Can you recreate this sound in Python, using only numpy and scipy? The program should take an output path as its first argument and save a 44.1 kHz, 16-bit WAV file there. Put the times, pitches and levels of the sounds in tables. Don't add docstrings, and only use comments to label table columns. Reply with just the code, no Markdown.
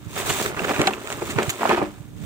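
import sys
import numpy as np
from scipy import signal
from scipy.fft import rfft, irfft
from scipy.io import wavfile
from scipy.ndimage import uniform_filter1d

SR = 44100
rng = np.random.default_rng(int(sys.argv[2]) if len(sys.argv) > 2 else 0)


def generate_wav(sig):
    pcm = np.round(np.clip(np.atleast_2d(sig).T, -1, 1) * 32767).astype(np.int16)
    wavfile.write(sys.argv[1], SR, pcm)


N = 99225
T = np.arange(N) / SR

# frequency in Hz, gain in dB.
RUMBLE_SPECTRUM = [(25, -4), (65, -1.5), (110, 1), (200, 0), (330, -12), (700, -24), (15000, -116)]


def amp(db):
    return 10 ** (np.asarray(db) / 20)


def unit(x):
    return x / np.sqrt(np.sum(x ** 2) / 2 + 1e-20)


def level(curve):
    return amp(np.interp(T, *np.transpose(curve)))


def add(mix, start_s, sound):
    part = mix[:, max(round(start_s * SR), 0):][:, :sound.shape[1]]
    part += sound[:, :part.shape[1]]


def colour(x, points, size=2048):
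    hz, db = np.transpose(points)
    gain = amp(np.interp(np.log(np.fft.rfftfreq(size, 1 / SR) + 1), np.log(hz), db))
    cepstrum = irfft(np.log(gain))
    cepstrum[1:size // 2] *= 2
    cepstrum[size // 2 + 1:] = 0
    impulse = irfft(np.exp(rfft(cepstrum)))
    return signal.fftconvolve(x, impulse[None], axes=1)[:, :x.shape[1]]


def steadied(x, window_s):
    power = uniform_filter1d((x ** 2).mean(0), int(window_s * SR) + 1)
    return x / np.sqrt(abs(power) + 1e-12)


def burst(length_s, flutter, width, lag_s=0.00012, lag_spread_s=0.00008, scatter_hz=790, size=4096):
    age = np.arange(size) / SR / max(length_s, 1e-4)
    noise = rng.standard_normal((3, size)) * np.exp(-age) * (1 - np.exp(-3 * age))
    click = flutter * noise[0] / np.linalg.norm(noise[0])
    click[0] += 1
    lag = int(np.clip((lag_s + lag_spread_s * rng.standard_normal()) * SR, -20, 20))
    pair = np.array([np.pad(click, (max(delay, 0), 0))[:size] for delay in (lag, -lag)])
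    scatter = signal.lfilter(*signal.butter(1, scatter_hz, "high", fs=SR), noise[1:])
    return unit(unit(pair) + width * unit(scatter))


def crackle(per_s, spread_db, length_s, flutter, width, low_hz, high_hz, patches=20):
    fires = rng.random(N) < per_s / SR
    strength = amp(spread_db * np.minimum(rng.exponential(1, N), 3))
    clicks = fires * strength * rng.choice([-1, 1], N)
    patch = rng.integers(0, patches, N)
    out = np.zeros((2, N))
    for k, hz in enumerate(np.geomspace(low_hz, high_hz, patches)):
        tick = burst(length_s, flutter, width)
        tick = tick + 1.25 * signal.lfilter(*signal.iirpeak(hz, Q=4.9, fs=SR), tick)
        out += signal.oaconvolve((clicks * (patch == k))[None], tick, axes=1)[:, :N]
    return out


def hiss(db=-61):
    return amp(db) * rng.standard_normal((2, N))


def hum(waver=0.0123):
    # frequency in Hz, rms level in dB.
    tones = [(118.4, -53), (296.1, -52)]
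    drift = np.interp(T, np.linspace(0, T[-1], num=30), rng.standard_normal(size=30))
    clock = np.cumsum(1 + waver * drift) / SR
    return np.sqrt(2) * sum(amp(db) * np.sin(2 * np.pi * (hz * clock + rng.random())) for hz, db in tones)


def moving_air(balance_db=8):
    # time in seconds, level in dB.
    gusts = [(0, -46), (.2, -39), (.7, -41), (1.05, -48), (1.38, -36), (1.56, -50.5), (1.8, -43),
             (2.02, -45), (2.25, -36.5)]
    rumble = steadied(colour(rng.standard_normal((2, N)), RUMBLE_SPECTRUM), window_s=0.048)
    return level(gusts) * rumble * amp([[-balance_db / 2], [balance_db / 2]])


def handling(left_db=-11, thud_hz=130, q=1.25):
    # start in seconds, level on the right in dB, time to the push's peak in seconds.
    bumps = [(0.059, -0.5, 0.0068), (0.28, 4.5, 0.0091), (.6, 1.5, 0.017), (0.784, 8.5, 0.0069),
             (1.355, 8.5, 0.0046), (1.475, 5, 0.0031), (1.812, -1.5, 0.0091), (2.0, -4, 0.0017),
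             (2.189, 2, 0.024)]
    out = np.zeros((2, N))
    t = np.arange(SR // 4) / SR
    for start_s, db, rise_s in bumps:
        push = t / rise_s * np.exp(-t / rise_s) * rng.standard_normal((2, len(t)))
        thud = signal.lfilter(*signal.iirpeak(thud_hz, q, SR), colour(push, RUMBLE_SPECTRUM))
        thud /= np.linalg.norm(thud, axis=1, keepdims=True)
        add(out, start_s, amp(db) * thud * amp([[left_db], [0]]))
    return out


def panel_ring(detune=0.037, size=16384):
    # frequency in Hz, relative level in dB, seconds to die away by 60 dB.
    modes = [(214.1, -8, 0.26), (289.5, -11.5, 0.24), (348.6, -5, 0.14), (445, -4, 0.081),
             (561.3, -10.5, 0.18), (728, -14, 0.09), (900, -8, 0.02), (1231, -11.5, 0.067),
             (1915, -22, 0.069), (2387, -11.5, 0.056)]
    t = np.arange(size) / SR
    hz, db, t60 = np.transpose(modes)[:, :, None]
    pitch, strength, side = rng.standard_normal((3, len(modes), 1))
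    decay = np.sign(side) * amp(db + 2 * strength - 60 * t / t60)
    phase = 2 * np.pi * hz * (1 + detune * pitch) * t
    return unit(np.array([(decay * np.sin(phase + way * 0.13 * side)).sum(0) for way in (-1, 1)]))


def shaken_panels(sack, relative_db=-11.5):
    ring = signal.oaconvolve(sack, panel_ring(), axes=1)[:, :N]
    ring /= np.sqrt(np.mean(ring ** 2) + 1e-20)
    return amp(relative_db) * np.std(sack) * ring


def knocks(low_cut_hz=170):
    # start in seconds, level in dB.
    hits = [(0.4, 3), (0.798, 2.5), (0.877, 3.5), (1.219, 3), (1.384, 8), (1.413, -1), (1.698, 1),
            (1.732, 4), (1.78, 6.5), (1.819, 9)]
    out = np.zeros((2, N))
    for start_s, db in hits:
        add(out, start_s, amp(db) * panel_ring())
    return signal.sosfilt(signal.butter(2, low_cut_hz, "high", fs=SR, output="sos"), out)


def clacks(q=13):
    # start in seconds, level in dB, ring pitch in Hz.
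    catches = [(0.5936, -1, 2650), (0.594, -2, 1600), (0.7628, -3, 2500), (0.8155, 1, 2400),
               (0.872, 6, 3790), (0.8745, 12, 781), (0.875, 5, 2600), (0.9352, -3.5, 2670),
               (1.3865, 0, 2400), (1.6938, 0, 2500)]
    out = np.zeros((2, N))
    for start_s, db, hz in catches:
        strike = burst(length_s=0.00058, flutter=0.66, width=0.5)
        ring = signal.lfilter(*signal.iirpeak(hz, q, SR), strike)
        ring = signal.sosfilt(signal.butter(1, [hz / 2, hz * 2], "band", fs=SR, output="sos"), ring)
        add(out, start_s, amp(db) * unit(ring))
    return out


def pops(q=2.3):
    # start in seconds, level in dB, pitch in Hz, flutter decay time in seconds.
    flips = [(0.104, -13.5, 280, 0.0036), (0.576, -6, 900, 0.0066), (0.708, 2.5, 334, 0.0029),
             (0.8, 7, 270, 0.0017), (0.818, 6, 476, 0.0013), (0.884, 2.5, 770, 0.0064),
             (1.222, 0.5, 490, 0.0087), (1.292, -1, 273, 0.00062), (1.3866, 3, 500, 0.0025),
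             (1.6317, 8, 830, 0.00054), (1.654, 11.5, 760, 0.0058), (1.693, 5.5, 260, 0.016),
             (1.7, 8.5, 830, 0.0099), (1.712, 8, 1000, 0.00024), (1.715, 5.5, 900, 0.0004),
             (1.728, 5.5, 405, 0.004), (1.777, 5, 740, 0.036), (1.816, 5.5, 650, 0.013)]
    out = np.zeros((2, N))
    for start_s, db, hz, length_s in flips:
        pop = signal.lfilter(*signal.iirpeak(hz, q, SR), burst(length_s, flutter=0.59, width=0.83))
        pop = signal.sosfilt(signal.butter(2, [hz / 2, hz * 2], "band", fs=SR, output="sos"), pop)
        add(out, start_s, amp(db) * unit(pop))
    return out


def snaps():
    # start in seconds, level in dB, tilt above 1 kHz in dB per octave, decay time in seconds.
    creases = [(0.296, 6.5, 0, 0.0099), (0.4605, 3, -5, 0.0019), (0.5453, -8.5, -9, 0.0028),
               (0.5664, -3, -9.5, 0.0064), (0.644, 4, -6.5, 0.0054), (0.692, -1.5, -4, .003),
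               (0.736, 3.5, -5.5, 0.022), (0.7935, 4.5, -7.5, 0.0054), (0.815, 5.5, -2, .0025),
               (0.8709, 9, -3, 0.007), (.9348, -10.5, -1, 0.0041), (1.0738, -5, -3, 0.00029),
               (1.1023, -4.5, -2.5, 0.0012), (1.1195, -4, -6, 0.00034), (1.125, -3, 0, 0.0023),
               (1.171, -16, 6, 0.0012), (1.301, -1.5, -1, 0.012), (1.386, 7, -7.5, 0.0021),
               (1.4217, 2, -10, 0.0014), (1.429, -3, 0.5, 0.0031), (1.494, 1, 0.5, 0.0014),
               (1.4988, 5.5, 4, 0.0055), (1.6903, -4, 0.5, 0.0051), (1.713, 4.5, -8.5, 0.013),
               (1.779, -1.5, -10, .004)]
    # frequency in Hz, gain in dB.
    spectrum = [(150, -4), (700, -5), (1500, 2), (2900, 2.5), (4000, -5), (5300, -11.5), (7200, 1),
                (10500, -17), (13000, -16), (15500, -14.5)]
    out = np.zeros((2, N))
    for start_s, db, tilt, length_s in creases:
        tilted = [(hz, gain_db + tilt * np.log2(max(hz, 1000) / 1000)) for hz, gain_db in spectrum]
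        snap = colour(burst(length_s, flutter=3, width=0.39), tilted)
        add(out, start_s, amp(db) * unit(snap))
    return out


def weave():
    # time in seconds, level in dB.
    slide = [(0, -55.5), (.09, -49), (.15, -37), (.185, -27), (.245, -35.5), (.27, -26), (.3, -25),
             (.36, -28.5), (.425, -25.5), (.49, -34.5), (.53, -47.5), (.6, -39), (.7, -34), (.9, -39.5),
             (.98, -46.5), (1.125, -36.5), (1.18, -42.5), (1.31, -33.5), (1.35, -41.5), (1.51, -35.5),
             (1.56, -40.5), (1.7, -36.5), (1.8, -45), (1.9, -51.5), (2.13, -59), (2.25, -44.5)]
    # frequency in Hz, gain in dB.
    spectrum = [(200, -52), (1000, -5.5), (2800, 1), (4000, -1), (5300, -8), (7000, 1), (8300, -0.5),
                (10300, -9.5), (13000, -11.5), (15500, -4.5)]
    ticks = crackle(per_s=2800, spread_db=2.0, length_s=0.0011, flutter=1.64, width=0.39,
                    low_hz=1000, high_hz=15200)
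    return level(slide) * steadied(colour(ticks, spectrum), window_s=0.9)


def folds(body_hz=500):
    # time in seconds, level in dB.
    crumple = [(0, -50.5), (.1, -45.5), (.152, -39), (.168, -23), (.24, -30.5), (.3, -24), (.35, -30),
               (.41, -25.5), (.49, -29), (.53, -32), (.56, -38), (.58, -27), (.67, -26.5), (.705, -19),
               (.75, -33.5), (.8, -21.5), (.85, -24.5), (.89, -26), (.93, -29.5), (1, -37.5),
               (1.125, -32.5), (1.19, -35), (1.3, -32), (1.35, -35), (1.39, -20.5), (1.44, -29), (1.5, -33),
               (1.58, -36), (1.62, -22.5), (1.68, -25.5), (1.715, -16), (1.76, -24.5), (1.78, -20),
               (1.805, -33), (1.83, -27), (1.87, -38), (1.94, -47.5), (2.13, -56.5), (2.25, -45)]
    # frequency in Hz, gain in dB.
    spectrum = [(70, -27), (150, -5), (230, 1), (350, 5), (580, 0.5), (850, -2.5), (1500, -7.5),
                (2500, -10.5), (3700, -18.5), (5500, -25.5), (15000, -41.5)]
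    # time in seconds, gain below body_hz in dB.
    body = [(.2, -10.5), (.5, -5), (.7, -2.5), (1.35, -5), (1.85, -4.5)]
    clicks = crackle(per_s=1300, spread_db=3.0, length_s=0.0018, flutter=1.13, width=0.55,
                     low_hz=272, high_hz=3340)
    clicks = steadied(colour(clicks, spectrum), window_s=0.054)
    bass = signal.sosfiltfilt(signal.butter(2, body_hz, fs=SR, output="sos"), clicks)
    return level(crumple) * (clicks + (level(body) - 1) * bass)


def scene():
    sack = folds() + pops() + snaps() + clacks()
    near = sack + shaken_panels(sack) + weave() + knocks()
    return near + handling() + moving_air() + hum() + hiss()


def record(dry, low_cut_hz=48, ceiling=0.72, top_hz=15750):
    # frequency in Hz, left minus right in dB.
    balance = [(100, -5), (330, 3), (700, -1.5), (1400, -3.5), (2800, -4), (5000, -1), (8000, -3),
               (10500, 1.5), (15000, 7.5)]
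    left = colour(dry[:1], [(hz, db / 2) for hz, db in balance])
    right = colour(dry[1:], [(hz, -db / 2) for hz, db in balance])
    low_cut = signal.butter(2, low_cut_hz, "high", fs=SR, output="sos")
    pair = signal.sosfilt(low_cut, np.vstack([left, right]))
    pair = pair / (1 + (pair / ceiling) ** 4) ** .25
    band_limit = signal.firwin(401, top_hz, window=("kaiser", 9), fs=SR)
    return signal.oaconvolve(pair, band_limit[None], "same")


dry = scene()
out = record(dry)
generate_wav(out)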